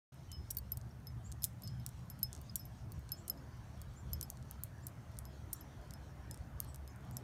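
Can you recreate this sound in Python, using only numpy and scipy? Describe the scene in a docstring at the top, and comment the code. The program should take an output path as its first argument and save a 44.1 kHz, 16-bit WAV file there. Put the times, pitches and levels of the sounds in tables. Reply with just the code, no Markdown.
"""A garden, close to strands of cut-glass beads with long teardrop pendants swinging from a hanging cup.
Facets meet in dry, bouncing clicks and wire links tick faintly. The pendants ring in two main
bending modes, the beads in brief high pings. Behind them: a few thin bird calls, far traffic,
stirring leaves and a soft microphone hiss."""
import sys
import numpy as np
from scipy import signal
from scipy.fft import rfft, irfft, next_fast_len
from scipy.io import wavfile
from scipy.ndimage import uniform_filter1d, map_coordinates

SR = 44100
rng = np.random.default_rng(int(sys.argv[2]) if len(sys.argv) > 2 else 0)


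def persist_wave(psi):
    """Save psi, clipped to +-1, as 16-bit WAV."""
    counts = np.round(np.clip(psi, -1, 1) * 32767).astype(np.int16)
    wavfile.write(sys.argv[1], SR, np.atleast_2d(counts).T)


N = 318843

# pendant strikes: t/s, contact/dB, low mode/dB, high mode/dB, t60 allowed by neighbours/s
PENDANT_STRIKES = [(.327, -50, -53.5, -62, 0.85), (0.7198, -24.5, -54, -30.5, 0.093),
                   (1.07, -36, -52, -50, 0.11), (1.422, -32, -54, -49, 0.26), (1.635, -40, -55, -51.5, 1),
                   (1.798, -54, -63, -65, .08), (2.101, -29, -64, -47.5, 0.24),
                   (2.2302, -15.5, -38.5, -27, 0.26), (2.595, -43, -57, -50.5, 0.32),
                   (2.654, -37, -76, -52.5, .15), (3.119, -21, -43, -34.5, 0.17),
                   (3.2988, -20, -37.5, -27, 0.049), (3.374, -52, -64.5, -70, .1),
                   (4.1326, -22, -46.5, -34.5, 0.087), (4.2287, -19.5, -51, -42.5, 0.094),
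                   (5.2538, -32, -67, -57, 0.48), (5.609, -48, -63.5, -51, 0.11),
                   (5.9376, -29.5, -58, -73, 0.089), (6.312, -24, -57, -64, 0.11),
                   (6.8772, -34.5, -65.5, -62, 0.24), (7.169, -20, -56, -45, 0.068)]
# spectrum of one glass contact: f/Hz, level/dB
CONTACT_SPECTRUM = [(300, -25), (1500, -36.5), (2500, -16.5), (4000, -6), (6000, -1), (8000, 2.5),
                    (9400, 6), (10400, 2.5), (12000, 6), (14500, 1), (15800, -8), (17000, -17)]


def clicks(max_contacts=8, rest_db=22, flight_ratio=0.97, firm_db=-14.5, bright_per_db=0.44):
    """Beads bounce and meet again, ever sooner and weaker; a heavy pendant touches once."""
    # t/s, level/dB, brightness (14 kHz over 8 kHz)/dB, first flight/ms, loss per bounce/dB
    knocks = [(0.317, -27, -8, 1.45, 4), (.505, -27, -4, 1.3, 10), (0.5087, -17.5, 5, 3.2, 5.5),
              (0.549, -35, 0, 2, 7), (0.5708, -25, -17, 1.5, 14), (.585, -28, 3, 2.5, 7),
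              (0.7723, -26, -2, 1.5, 6), (.814, -37.5, -24, 2, 21), (1.318, -29.5, -14, 2.4, 11),
              (1.3234, -27.5, -15, 2, 14), (1.434, -20, 1, 0.87, 11), (1.442, -7, 3, 4.6, 7),
              (1.6217, -31, -2, 2, 9), (1.6757, -27, -15, 1.8, 20), (1.8642, -16.5, -3.5, 1.1, 20),
              (1.891, -31.5, -2, 2, 14), (2.192, -38.5, 1, 5.4, 9), (2.33, -24, -14, 5.5, 13),
              (2.351, -29, -14, 13.6, 6), (2.4153, -40.5, 7, 1.1, 7), (2.5573, -13.5, 4, 2.9, 6),
              (2.9205, -33, 1, 2, 14), (3.092, -33, -18, 2, 11), (3.28, -25, 0, 1.5, 2.7),
              (3.8167, -30.5, -1, 2.2, 12), (4.2121, -18.5, -1, 1, 15), (4.302, -21, -2, 3.4, 21),
              (4.3722, -38, -18, 2, 14), (4.427, -39, -17, 2, 14), (4.5115, -28, 5.5, 2, 14),
              (4.6363, -22.5, 6.5, 2.6, 8), (4.8688, -23.5, 3, 2.2, 5.5), (4.8836, -38, -10, 1.5, 7),
              (5.17, -39, -16, 2, 8), (5.1885, -23.5, 1, 0.87, 11), (5.531, -20, 7, 1.5, 3),
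              (5.9086, -29.5, -11, 2, 12), (6.344, -32.5, -5.6, 1.8, 10), (6.3751, -34.5, -10, 2, 12),
              (6.6031, -16, 5.5, 0.92, 22), (6.647, -37.5, 0, 2, 14), (6.7455, -31, -8, 2.1, 7),
              (6.7597, -31, -2, 2, 14), (7.1112, -33.5, -3, 2, 14)]
    out = np.zeros(N)
    for at_s, db, bright_db, flight_ms, loss_db in knocks:
        for bounce in range(max_contacts):
            lost_db = abs(loss_db) * bounce
            moving = lost_db < rest_db
            add(out, at_s, moving * contact(db - lost_db, bright_db))
            at_s += flight_ms * flight_ratio ** bounce / 1000
    for at_s, db, *_ in PENDANT_STRIKES:
        add(out, at_s, contact(db, bright_per_db * (db - firm_db)))  # softer is duller
    return out


def contact(db, bright_db, ripple_db=3.0, ring_db=-36, ring_t60_s=0.009):
    """Glass on glass: a sharp pulse, coloured anew by each facet, and a choked ring."""
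    out = np.zeros(SR // 30)
    hz = np.fft.rfftfreq(512, 1 / SR)
    treble = np.clip((hz - 8000) / 6000, -.4, 1.25)
    colour_db = along(CONTACT_SPECTRUM, hz) + bright_db * treble + ripple_db * wander(23.3, len(hz))
    add(out, 0, amp(db) * causal_pulse(colour_db))
    for ring_hz in rng.uniform(3620, 15700, size=3):  # bead modes, damped by the wire links
        add(out, 0, mode(ring_hz, db + ring_db + np.interp(ring_hz, hz, colour_db), ring_t60_s))
    return out


def pendants(modes_hz=(5180, 11675), free_t60_s=(0.7, 0.094), chatter_db=-50, split_hz=45):
    """Two bending modes, damped by own loss, by neighbours and by chatter against the link."""
    out = np.zeros(N)
    for at_s, _, low_db, high_db, held_s in PENDANT_STRIKES:
        for hz, db, free_s in zip(modes_hz, (low_db, high_db), free_t60_s):
            t60_s = 1 / (1 / free_s + 1 / held_s + amp(db - chatter_db))
            hz += rng.normal() * 0.47 / max(t60_s, .02)  # a damping touch also detunes
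            add(out, at_s, mode(hz, db, t60_s))
            add(out, at_s, mode(hz + split_hz, db - 9, t60_s / 2))  # crosswise bending beats with it
        add(out, at_s, mode(hz=9990, db=high_db - 25, t60_s=0.036))  # weak third mode
    return out


def pings(bead_hz=(4510, 14400), spread_hz=30, bead_t60_s=0.028):
    """Rim-struck beads ring in two modes; other beads or pendants sound just one."""
    rim_strikes = [(0.5694, -49, -29.5), (0.585, -47.5, -39), (0.7716, -59, -48), (1.678, -54, -54),
                   (2.4153, -64, -58), (2.92, -59, -53), (3.8165, -58, -57.0)]  # t/s, low mode/dB, high mode/dB
    single_notes = [(0.504, 5640, -46, 0.052), (0.909, 5560, -61.5, 0.036), (1.4415, 5170, -44, 0.023),
                    (1.678, 5030, -50.5, 0.057), (1.8642, 5640, -50, .025), (2.4961, 5030, -44.5, 0.026),
                    (2.5602, 5640, -58, 0.12), (5.532, 5590, -57, 0.12), (6.343, 5560, -63, 0.049),
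                    (7.112, 5600, -68, .03)]  # t/s, f/Hz, level/dB, t60/s
    out = np.zeros(N)
    for at_s, *levels_db in rim_strikes:
        for hz, db in zip(bead_hz, levels_db):
            add(out, at_s, mode(hz + spread_hz * rng.normal(), db, bead_t60_s))
    for at_s, hz, db, t60_s in single_notes:
        add(out, at_s, mode(hz, db, t60_s))
    return out


def mode(hz, db, t60_s, attack_s=0.00058):
    """One glass mode: fast build-up, exponential decay, cut at 0.25 s at most."""
    t = np.arange(int(np.clip(t60_s, .01, .25) * SR)) / SR
    envelope = amp(db - 60 * t / max(t60_s, .002)) * (1 - np.exp(-t / attack_s))
    return np.sqrt(2) * envelope * np.sin(2 * np.pi * hz * t)


def links(count=45, base_db=-53, ripple_db=4):
    """Wire links tick faintly at random as the strands sway."""
    out = np.zeros(N)
    hz = np.fft.rfftfreq(256, 1 / SR)
    for when, force, tilt_db_per_khz in rng.uniform(size=(count, 3)):
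        colour_db = along(CONTACT_SPECTRUM, hz) - tilt_db_per_khz * hz / 1000
        colour_db += ripple_db * wander(23, len(hz))
        add(out, when * N / SR, amp(base_db + 10 * force) * causal_pulse(colour_db))
    return out


def near_scatter(x, t60_s=0.11):
    """Each contact is smeared into a short, close noise tail."""
    t = np.arange(SR // 12) / SR
    tail = rng.standard_normal(len(t)) * amp(-60 * t / t60_s)
    return signal.fftconvolve(x, tail / np.linalg.norm(tail))[:N]


def birds(chip_s=0.035, chip_hz=(6600, 7950)):
    """One bird repeats a rising chip, others whistle downwards; wider glides waver more."""
    chips = [(1.24, -58), (3.163, -60), (3.957, -61.5), (4.819, -64.5), (5.547, -64), (7.112, -67)]  # t/s, level/dB
    whistles = [(0.279, 0.089, 3068, 2983, -60.5), (6.667, 0.04, 8870, 7400, -61.5),
                (6.89, .04, 7200, 5530, -68.5)]  # t/s, length/s, start f/Hz, end f/Hz, level/dB
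    calls = [(at_s, chip_s, *chip_hz, db) for at_s, db in chips] + list(whistles)
    out = np.zeros(N)
    for at_s, length_s, start_hz, end_hz, db in calls:
        progress = np.linspace(0, 1, int(length_s * SR))
        hz = start_hz + (end_hz - start_hz) * (progress + .13 * wander(10, len(progress)))
        envelope = amp(db) * np.sqrt(2) * np.sin(np.pi * progress)
        add(out, at_s, envelope * np.sin(2 * np.pi * np.cumsum(hz) / SR))
    return out


def traffic():
    """Far engines rumble and drone an octave higher, under a broad traffic wash."""
    engine_levels = [(0.12, -66, -56), (0.33, -50, -56.5), (0.8, -53, -49.5), (1.0, -56, -52),
                     (1.42, -49, -51.5), (1.58, -60, -51.5), (1.73, -57, -46), (1.88, -55.5, -51),
                     (2.4, -52, -53), (3.0, -53, -52.1), (3.3, -55.5, -55.5), (4.0, -51, -51.5),
                     (4.35, -50, -52.5), (4.6, -54.5, -54), (5.7, -52, -56.0), (6.65, -50, -54.5),
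                     (6.88, -52.5, -56.5), (7.1, -57, -48.5)]  # t/s, rumble/dB, drone/dB
    wash_levels = [(0.12, -64), (0.75, -65), (1.0, -64.5), (3.05, -63), (3.3, -61.5), (3.9, -62),
                   (6.1, -60.5), (6.85, -61.5), (7.2, -58.5)]  # t/s, level/dB
    rumble_spectrum = [(20, -28), (35, -22), (46, -10.5), (56, -7.5), (68, 2), (80, -4.5), (95, -6.5),
                       (125, -15.5), (300, -69), (1000, -120)]  # f/Hz, level/dB
    drone_spectrum = [(60, -36), (97, -9.5), (112, -2), (127, -1), (150, -9), (200, -14), (260, -26),
                      (400, -40.5), (1500, -120)]  # f/Hz, level/dB
    wash_spectrum = [(100, -29), (200, 6.5), (310, 5), (400, -0.5), (480, -2.5), (650, 1), (900, -2),
                     (1200, -4.5), (1600, -6), (2300, -14), (4000, -34.5), (12000, -120)]  # f/Hz, level/dB
    rumble_db, drone_db = curves(engine_levels)
    wash_db, = curves(wash_levels)
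    rumble = flutter(rumble_db, depth_db=1.94, rate_hz=20) * noise(rumble_spectrum, patchy_db=0)
    drone = flutter(drone_db, depth_db=1.5, rate_hz=20) * noise(drone_spectrum, patchy_db=-0.5)
    wash = flutter(wash_db, depth_db=0.18, rate_hz=22) * noise(wash_spectrum, patchy_db=2.5, bins=2)
    return rumble + drone + wash


def leaves(gain_db=-2):
    """Leaves flutter in the breeze."""
    breeze = [(0.12, -74.5), (1.05, -76.5), (1.75, -70), (2.05, -71), (2.4, -70), (2.9, -72.5),
              (3.4, -71.5), (4.35, -71.5), (4.55, -72), (5.0, -72.5), (5.5, -70), (5.9, -70), (6.5, -73),
              (7.2, -74)]  # t/s, level before gain/dB
    spectrum = [(1000, -28), (2600, -3), (3100, 2.5), (3700, -1.5), (4500, 1), (4900, -3), (5600, 2),
                (6500, -0.5), (7700, -10), (8300, -7.5), (10000, -12.5), (16000, -61)]  # f/Hz, level/dB
    breeze_db, = curves(breeze)
    envelope = flutter(breeze_db + gain_db, depth_db=2.1, rate_hz=15)
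    return envelope * noise(spectrum, patchy_db=3.5, bins=4)


def hiss(level_db=-74):
    """Steady microphone hiss."""
    spectrum = [(1000, 8), (4000, 1), (8000, -1.5), (9500, 1.5), (10400, -4.5), (11300, -0.5), (13000, 0),
                (14200, -5.5), (14800, 0), (15600, -5), (16000, -57), (16500, -120)]  # f/Hz, level/dB
    return amp(level_db) * noise(spectrum, patchy_db=-0.5)


def yard_scatter(x):
    """Fence and shrubs return a short, slightly delayed tail."""
    decay = [(2000, 0.053), (8000, 0.19), (16000, 0.034)]  # f/Hz, t60/s
    hz, t, bands = signal.stft(rng.standard_normal(SR // 3), SR, nperseg=256)
    tail = signal.istft(bands * amp(-60 * t / along(decay, hz)[:, None]), SR, nperseg=256)[1]
    return signal.fftconvolve(x, np.pad(tail, (SR // 300, 0)) / np.linalg.norm(tail))[:N]


def noise(spectrum, patchy_db, bins=8):
    """Coloured noise, rms 1, with drifting patches `bins` wide."""
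    bands = signal.stft(rng.standard_normal(N), nperseg=512)[2]
    patches = uniform_filter1d(rng.standard_normal(bands.shape), size=bins, axis=0)
    patches = uniform_filter1d(patches, size=14, axis=1)
    patchy = signal.istft(bands * amp(patchy_db * unit_rms(patches)), nperseg=512)[1][:N]
    return unit_rms(filtered(patchy, lambda hz: amp(along(spectrum, hz))))


def flutter(level_db, depth_db, rate_hz):
    """Gain wandering about a level."""
    return amp(level_db + depth_db * wander(rate_hz * N / SR, N))


def wander(knots, size):
    """Smooth curve through random knots."""
    return map_coordinates(rng.standard_normal(int(knots) + 4), [np.arange(size) * knots / size])


def curves(rows):
    """Each column after t/s, interpolated per sample."""
    times_s, *columns = np.transpose(rows)
    return [np.interp(np.arange(N) / SR, times_s, column) for column in columns]


def along(points, hz):
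    """(f/Hz, value) points read on a log axis."""
    points_hz, values = np.transpose(points)
    return np.interp(np.log(hz + 1), np.log(points_hz + 1), values)


def filtered(x, response):
    """Zero-phase filter with gain response(hz)."""
    size = next_fast_len(N + SR // 2)
    return irfft(rfft(x, size) * response(np.fft.rfftfreq(size, 1 / SR)), size)[:N]


def causal_pulse(spectrum_db):
    """Minimum-phase pulse with this spectrum."""
    cepstrum = irfft(spectrum_db * np.log(10) / 20)
    half = len(cepstrum) // 2
    cepstrum[1:half] *= 2
    cepstrum[half + 1:] = 0
    return irfft(np.exp(rfft(cepstrum)))


def add(track, at_s, sound):
    """Mix in place."""
    part = track[max(round(at_s * SR), 0):][:len(sound)]
    part += sound[:len(part)]


def amp(db):
    """dB to gain."""
    return 10 ** (np.asarray(db) / 20)


def unit_rms(x):
    """Scale to rms 1."""
    return x / np.sqrt(np.mean(x ** 2) + 1e-20)


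def scene(scatter_db=-19, glass_wet_db=-24, bird_dry_db=-5, bird_wet_db=-7):
    """Near, almost dry glass; far birds, nearly half scatter; background noise. Mono."""
    ticks = clicks() + links()
    song = birds()
    glass = ticks + amp(scatter_db) * near_scatter(ticks) + pendants() + pings()
    reverb = yard_scatter(amp(glass_wet_db) * glass + amp(bird_wet_db) * song)
    return (glass + amp(bird_dry_db) * song + reverb + traffic() + leaves() + hiss())[None]


def record(dry, start_s=0.12, fade_s=0.004, top_hz=17100, edge_hz=600):
    """Brief silence, fast fade-in, band limit."""
    fade_in = np.clip((np.arange(N) / SR - start_s) / fade_s, 0, 1)
    return filtered(dry[0] * fade_in, lambda hz: np.clip((top_hz - hz) / edge_hz, 0, 1))[None]


dry = scene()
out = record(dry)
persist_wave(out)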